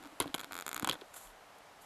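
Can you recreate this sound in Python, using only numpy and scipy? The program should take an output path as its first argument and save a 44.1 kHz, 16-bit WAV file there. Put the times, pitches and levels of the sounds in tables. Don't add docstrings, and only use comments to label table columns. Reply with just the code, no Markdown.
import sys
import numpy as np
from scipy import signal
from scipy.fft import rfft, irfft
from scipy.io import wavfile

SR = 44100
rng = np.random.default_rng(int(sys.argv[2]) if len(sys.argv) > 2 else 0)


def dump(signal):
    limited = np.clip(np.atleast_2d(signal).T, -1, 1)
    pcm = np.round(limited * 32767).astype(np.int16)
    wavfile.write(sys.argv[1], SR, pcm)


N = 81585
HIT_SAMPLES = 4096


def from_db(db):
    return 10 ** (np.asarray(db) / 20)


def rms_one(x):
    return x / np.sqrt(np.mean(x ** 2) + 1e-20)


def coloured(x, colour):
    hz, db = np.transpose(colour)
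    bins = np.maximum(np.fft.rfftfreq(len(x), 1 / SR), 1)
    gain = from_db(np.interp(np.log(bins), np.log(hz), db))
    return rms_one(irfft(rfft(x) * gain, len(x)))


def poles(hz, t60):
    radius, angle = np.exp(-np.log(1000) / (t60 * SR)), 2 * np.pi * hz / SR
    return [1, -2 * radius * np.cos(angle), radius * radius]


def ring(x, hz, t60):
    return signal.lfilter([.5, 0, -.5], poles(hz, t60), x)


def swell(x, hz, t60):
    return ring(ring(x, hz, t60), hz, t60)


def add(out, start_s, x):
    i = int(start_s * SR)
    out[i:i + len(x)] += x[:len(out) - i]


# f/Hz, relative level/dB; a narrow hum stands at 289 Hz above the smooth
AIR_COLOUR = [(15, -49), (25, -11), (104, -16.5), (195, -9.5), (260, -20.5), (289, -7.5), (321, -20.5),
              (366, -10.5), (746, -2.5), (2310, -13.5), (13500, -31.5)]

def outdoor_air():
    return from_db(-57.5) * coloured(rng.standard_normal(N), AIR_COLOUR)


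def friction(loudness, colour, catches_per_s, catch_size):
    times, db = np.transpose(loudness)
    gain = from_db(np.interp(np.arange(N) / SR, times, db))
    catches = (rng.random(N) < catches_per_s / SR) * rng.standard_normal(N)
    return gain * coloured(rng.standard_normal(N) + catch_size * catches, colour)


# t/s, level/dB
PALM_LOUDNESS = [(0, -60), (.02, -55), (.07, -54), (.095, -73), (.13, -58), (.195, -68.5), (.215, -39.5),
                 (.27, -53), (.305, -50.5), (.325, -71), (.39, -65), (.48, -64), (.55, -54), (.65, -89),
                 (.8, -54), (.9, -48), (.97, -64.5), (1.08, -76)]
# f/Hz, relative level/dB
PALM_COLOUR = [(30, -12), (100, -16.5), (210, -11.5), (283, 5.5), (370, -7), (600, -15), (1200, -11),
               (2200, -21.5), (4000, -22.5), (14000, -54)]

def palm_rub():
    return friction(PALM_LOUDNESS, PALM_COLOUR, catches_per_s=250, catch_size=10.6)


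# t/s, level/dB
SKIN_LOUDNESS = [(1.132, -71), (1.142, -48), (1.152, -58), (1.168, -45.5), (1.195, -56), (1.25, -56),
                 (1.3, -64.5), (1.34, -75), (1.8, -76), (1.82, -58.5), (1.85, -66.5)]
# f/Hz, relative level/dB
SKIN_COLOUR = [(300, -12), (1400, -3), (2300, -14.5), (3600, -10), (5500, -15.5), (7200, -2), (9000, -8),
               (11300, -3), (13500, -12)]

def skin_slide():
    return friction(SKIN_LOUDNESS, SKIN_COLOUR, catches_per_s=500, catch_size=3.7)


# t/s, f/Hz, fade time/s, peak level/dB
FINGER_BUMPS = [(0.202, 412, 0.017, -31.5), (.204, 132, 0.027, -44), (0.256, 281, .04, -40),
                (0.3436, 314, 0.011, -34), (0.8298, 190, 0.011, -30), (0.83, 118, 0.022, -41),
                (0.864, 233, 0.015, -45), (0.893, 128, 0.048, -47), (1.0176, 380, 0.018, -42.5),
                (1.248, 34.4, 0.2, -58.5)]

def finger_thuds():
    out = np.zeros(N)
    for start, hz, t60, db in FINGER_BUMPS:
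        bump = swell(signal.unit_impulse(N // 4), hz, t60)
        add(out, start, from_db(db) * bump / np.abs(bump).max())
    return out


# f/Hz, relative level/dB
TAIL_COLOUR = [(100, -14), (280, 5.5), (600, 4), (1400, 6), (2500, 11), (5000, -2), (14000, -1.5)]

def after_ring(clicks, t60=0.082, gain_db=-20):
    t = np.arange(2 * HIT_SAMPLES) / SR
    tail = coloured(rng.standard_normal(len(t)), TAIL_COLOUR) * np.exp(-np.log(1000) * t / t60)
    return from_db(gain_db) * signal.fftconvolve(clicks, rms_one(tail) / np.sqrt(len(t)))[:N]


# f/Hz, fade time/s, level in a slip/dB, level in a knock/dB
CASING_TONES = [(161, 0.011, -44.5, -12.5), (290.5, 0.021, -30.5, -12.5), (416, 0.0076, -25, -7),
                (800, 0.0092, -28, -14.5), (1020, 0.0057, -24.5, -6), (1268, 0.0088, -16.5, -16),
                (1412, 0.017, -25.5, -15.5), (2120, 0.0072, -25, -15.5), (3363, 0.0037, -22, -5.5),
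                (3830, 0.0032, -39, -11.5), (6970, 0.0073, -23.5, -15), (7830, 0.0017, -27.5, -8.5),
                (10020, 0.0011, -28.5, -6), (11540, 0.0017, -26.5, -9.5)]

def strike_casing(push, levels_db, resonance, detune=0, scatter_db=2):
    scale = np.sqrt(.005 * SR / HIT_SAMPLES)
    out = np.zeros(HIT_SAMPLES)
    for (hz, t60, _, _), db in zip(CASING_TONES, levels_db):
        level_chance, pitch_chance = rng.standard_normal(2)
        tone = resonance(push, hz * (1 + detune * pitch_chance), t60)
        out += scale * from_db(db + scatter_db * level_chance) * rms_one(tone)
    return out


def smear(clicks):
    feedback = poles(hz=3000, t60=0.00049)
    return signal.lfilter(feedback[::-1], feedback, clicks)


# t/s, level/dB, extra treble/dB
SEAM_SLIPS = [(0.0276, -43.5, 0), (.038, -43.5, -3), (0.049, -45.5, -5), (0.0567, -42.5, -12),
              (0.0636, -52, -4), (0.073, -44.5, -1), (0.3802, -33, -7), (0.3839, -34.5, -5),
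              (0.3947, -33, -2), (0.404, -31.5, 2.5), (0.4126, -32, 0), (0.4448, -31, -5.5),
              (0.5223, -31, 1.5), (0.5319, -29.5, -7), (0.5426, -36.5, 7), (0.5537, -32.5, -1),
              (.5663, -31, 1), (0.578, -32.5, 2), (0.5889, -30, 0.5), (0.5995, -33, -1), (0.6099, -35, 7),
              (0.6233, -30, -3), (0.6649, -28, 4), (.6797, -29, 5.5), (0.6916, -31, 8.5), (.7145, -30, -2),
              (.730, -26.5, 0), (.7451, -30, 10.5), (0.7644, -25.5, 3.5), (.778, -29.5, 0), (.7972, -29, 7),
              (0.8244, -30, 1)]

def creak(treble_from_hz=5000):
    out = np.zeros(N)
    hz, _, slip_db, _ = np.transpose(CASING_TONES)
    tap = signal.unit_impulse(HIT_SAMPLES)
    for start, db, treble_db in SEAM_SLIPS:
        levels_db = db + slip_db + treble_db * (hz > treble_from_hz)
        add(out, start, strike_casing(tap, levels_db, ring, detune=.008))
    return smear(out)


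# t/s, chatter time/s, then level/dB of the bass, middle, upper middle and treble
CASING_KNOCKS = [(.2015, 0.0013, -39, -29, -26.5, -28), (0.2034, 0.00095, -30.5, -28, -33.5, -45),
                 (0.2102, 0.0013, -35, -39, -34, -48), (0.2156, 0.0026, -33.5, -40, -39.5, -49),
                 (0.2216, 0.0026, -48, -41, -44, -42), (0.2288, 0.0048, -45, -46, -47, -53),
                 (.2398, 0.00084, -54, -55, -56, -60), (0.242, 0.0017, -51, -40, -57, -66),
                 (0.2574, 0.0012, -37.5, -54, -61, -61), (0.271, .0005, -56, -55, -58, -62),
                 (0.2772, 0.00079, -44, -53, -43.5, -57), (0.3428, .0006, -38, -32, -27, -46),
                 (0.3441, 0.00098, -37, -36.5, -35, -35.5), (0.3473, 0.001, -40, -32, -34.5, -36),
                 (0.3545, .002, -45, -52, -56, -55), (0.3609, 0.0011, -43.5, -46, -51, -50),
                 (0.397, 0.0012, -50, -42, -42.5, -53), (0.432, .001, -49, -43, -61, -59),
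                 (0.4347, 0.0028, -52, -45, -47, -57), (0.5098, 0.0043, -54, -38, -55, -67),
                 (0.7606, .002, -46, -39, -44, -55), (0.8286, 0.00084, -55, -37, -47, -48),
                 (0.8456, 0.00024, -35, -28.5, -35.5, -33), (0.848, 0.0018, -61, -35, -35, -55),
                 (.8645, 0.0026, -48, -60, -54, -72), (0.8738, 0.00092, -32, -28, -36.5, -33),
                 (0.8772, 0.0022, -51, -32.5, -48, -53), (0.8894, 0.0019, -41, -22.5, -33.5, -39),
                 (.8957, 0.0011, -34, -42, -20.5, -31), (0.8994, 0.0049, -36, -40, -44, -48),
                 (.912, 0.00046, -58, -38, -29.5, -48), (0.9236, 0.0013, -38, -40, -38, -45),
                 (0.9293, 0.0032, -44, -36.5, -38.5, -42), (.9405, 0.0025, -38, -39, -42, -47),
                 (.953, 0.0023, -42, -42, -50, -64), (1.0126, .0005, -73, -61, -46.5, -61),
                 (1.0165, .001, -45, -47, -52, -79), (1.1408, 0.0027, -70, -51, -62, -62),
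                 (1.1639, .003, -68, -46, -58.5, -53), (1.272, .001, -70, -65, -58, -60),
                 (1.584, .002, -87, -75, -69, -58)]
BAND_EDGES = [450, 800, 1600, 2800, 4400, 6500]

def knocks(chatter_gain=0.49):
    out, t = np.zeros(N), np.arange(HIT_SAMPLES) / SR
    hz, _, _, knock_db = np.transpose(CASING_TONES)
    tap = signal.unit_impulse(HIT_SAMPLES)
    for start, chatter_s, bass, middle, upper, treble in CASING_KNOCKS:
        chatter = chatter_gain * rng.standard_normal(HIT_SAMPLES) * np.exp(-t / chatter_s)
        levels_db = knock_db + np.interp(hz, BAND_EDGES, [bass, middle, middle, upper, upper, treble])
        add(out, start, strike_casing(tap + chatter, levels_db, swell))
    return out


def scene():
    clicks = creak() + knocks()
    background = palm_rub() + skin_slide() + outdoor_air()
    return (background + finger_thuds() + after_ring(clicks) + clicks)[None]


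def record(dry):
    return signal.sosfilt(signal.ellip(10, .2, 70, 14000, fs=SR, output="sos"), dry)


dry = scene()
out = record(dry)
dump(out)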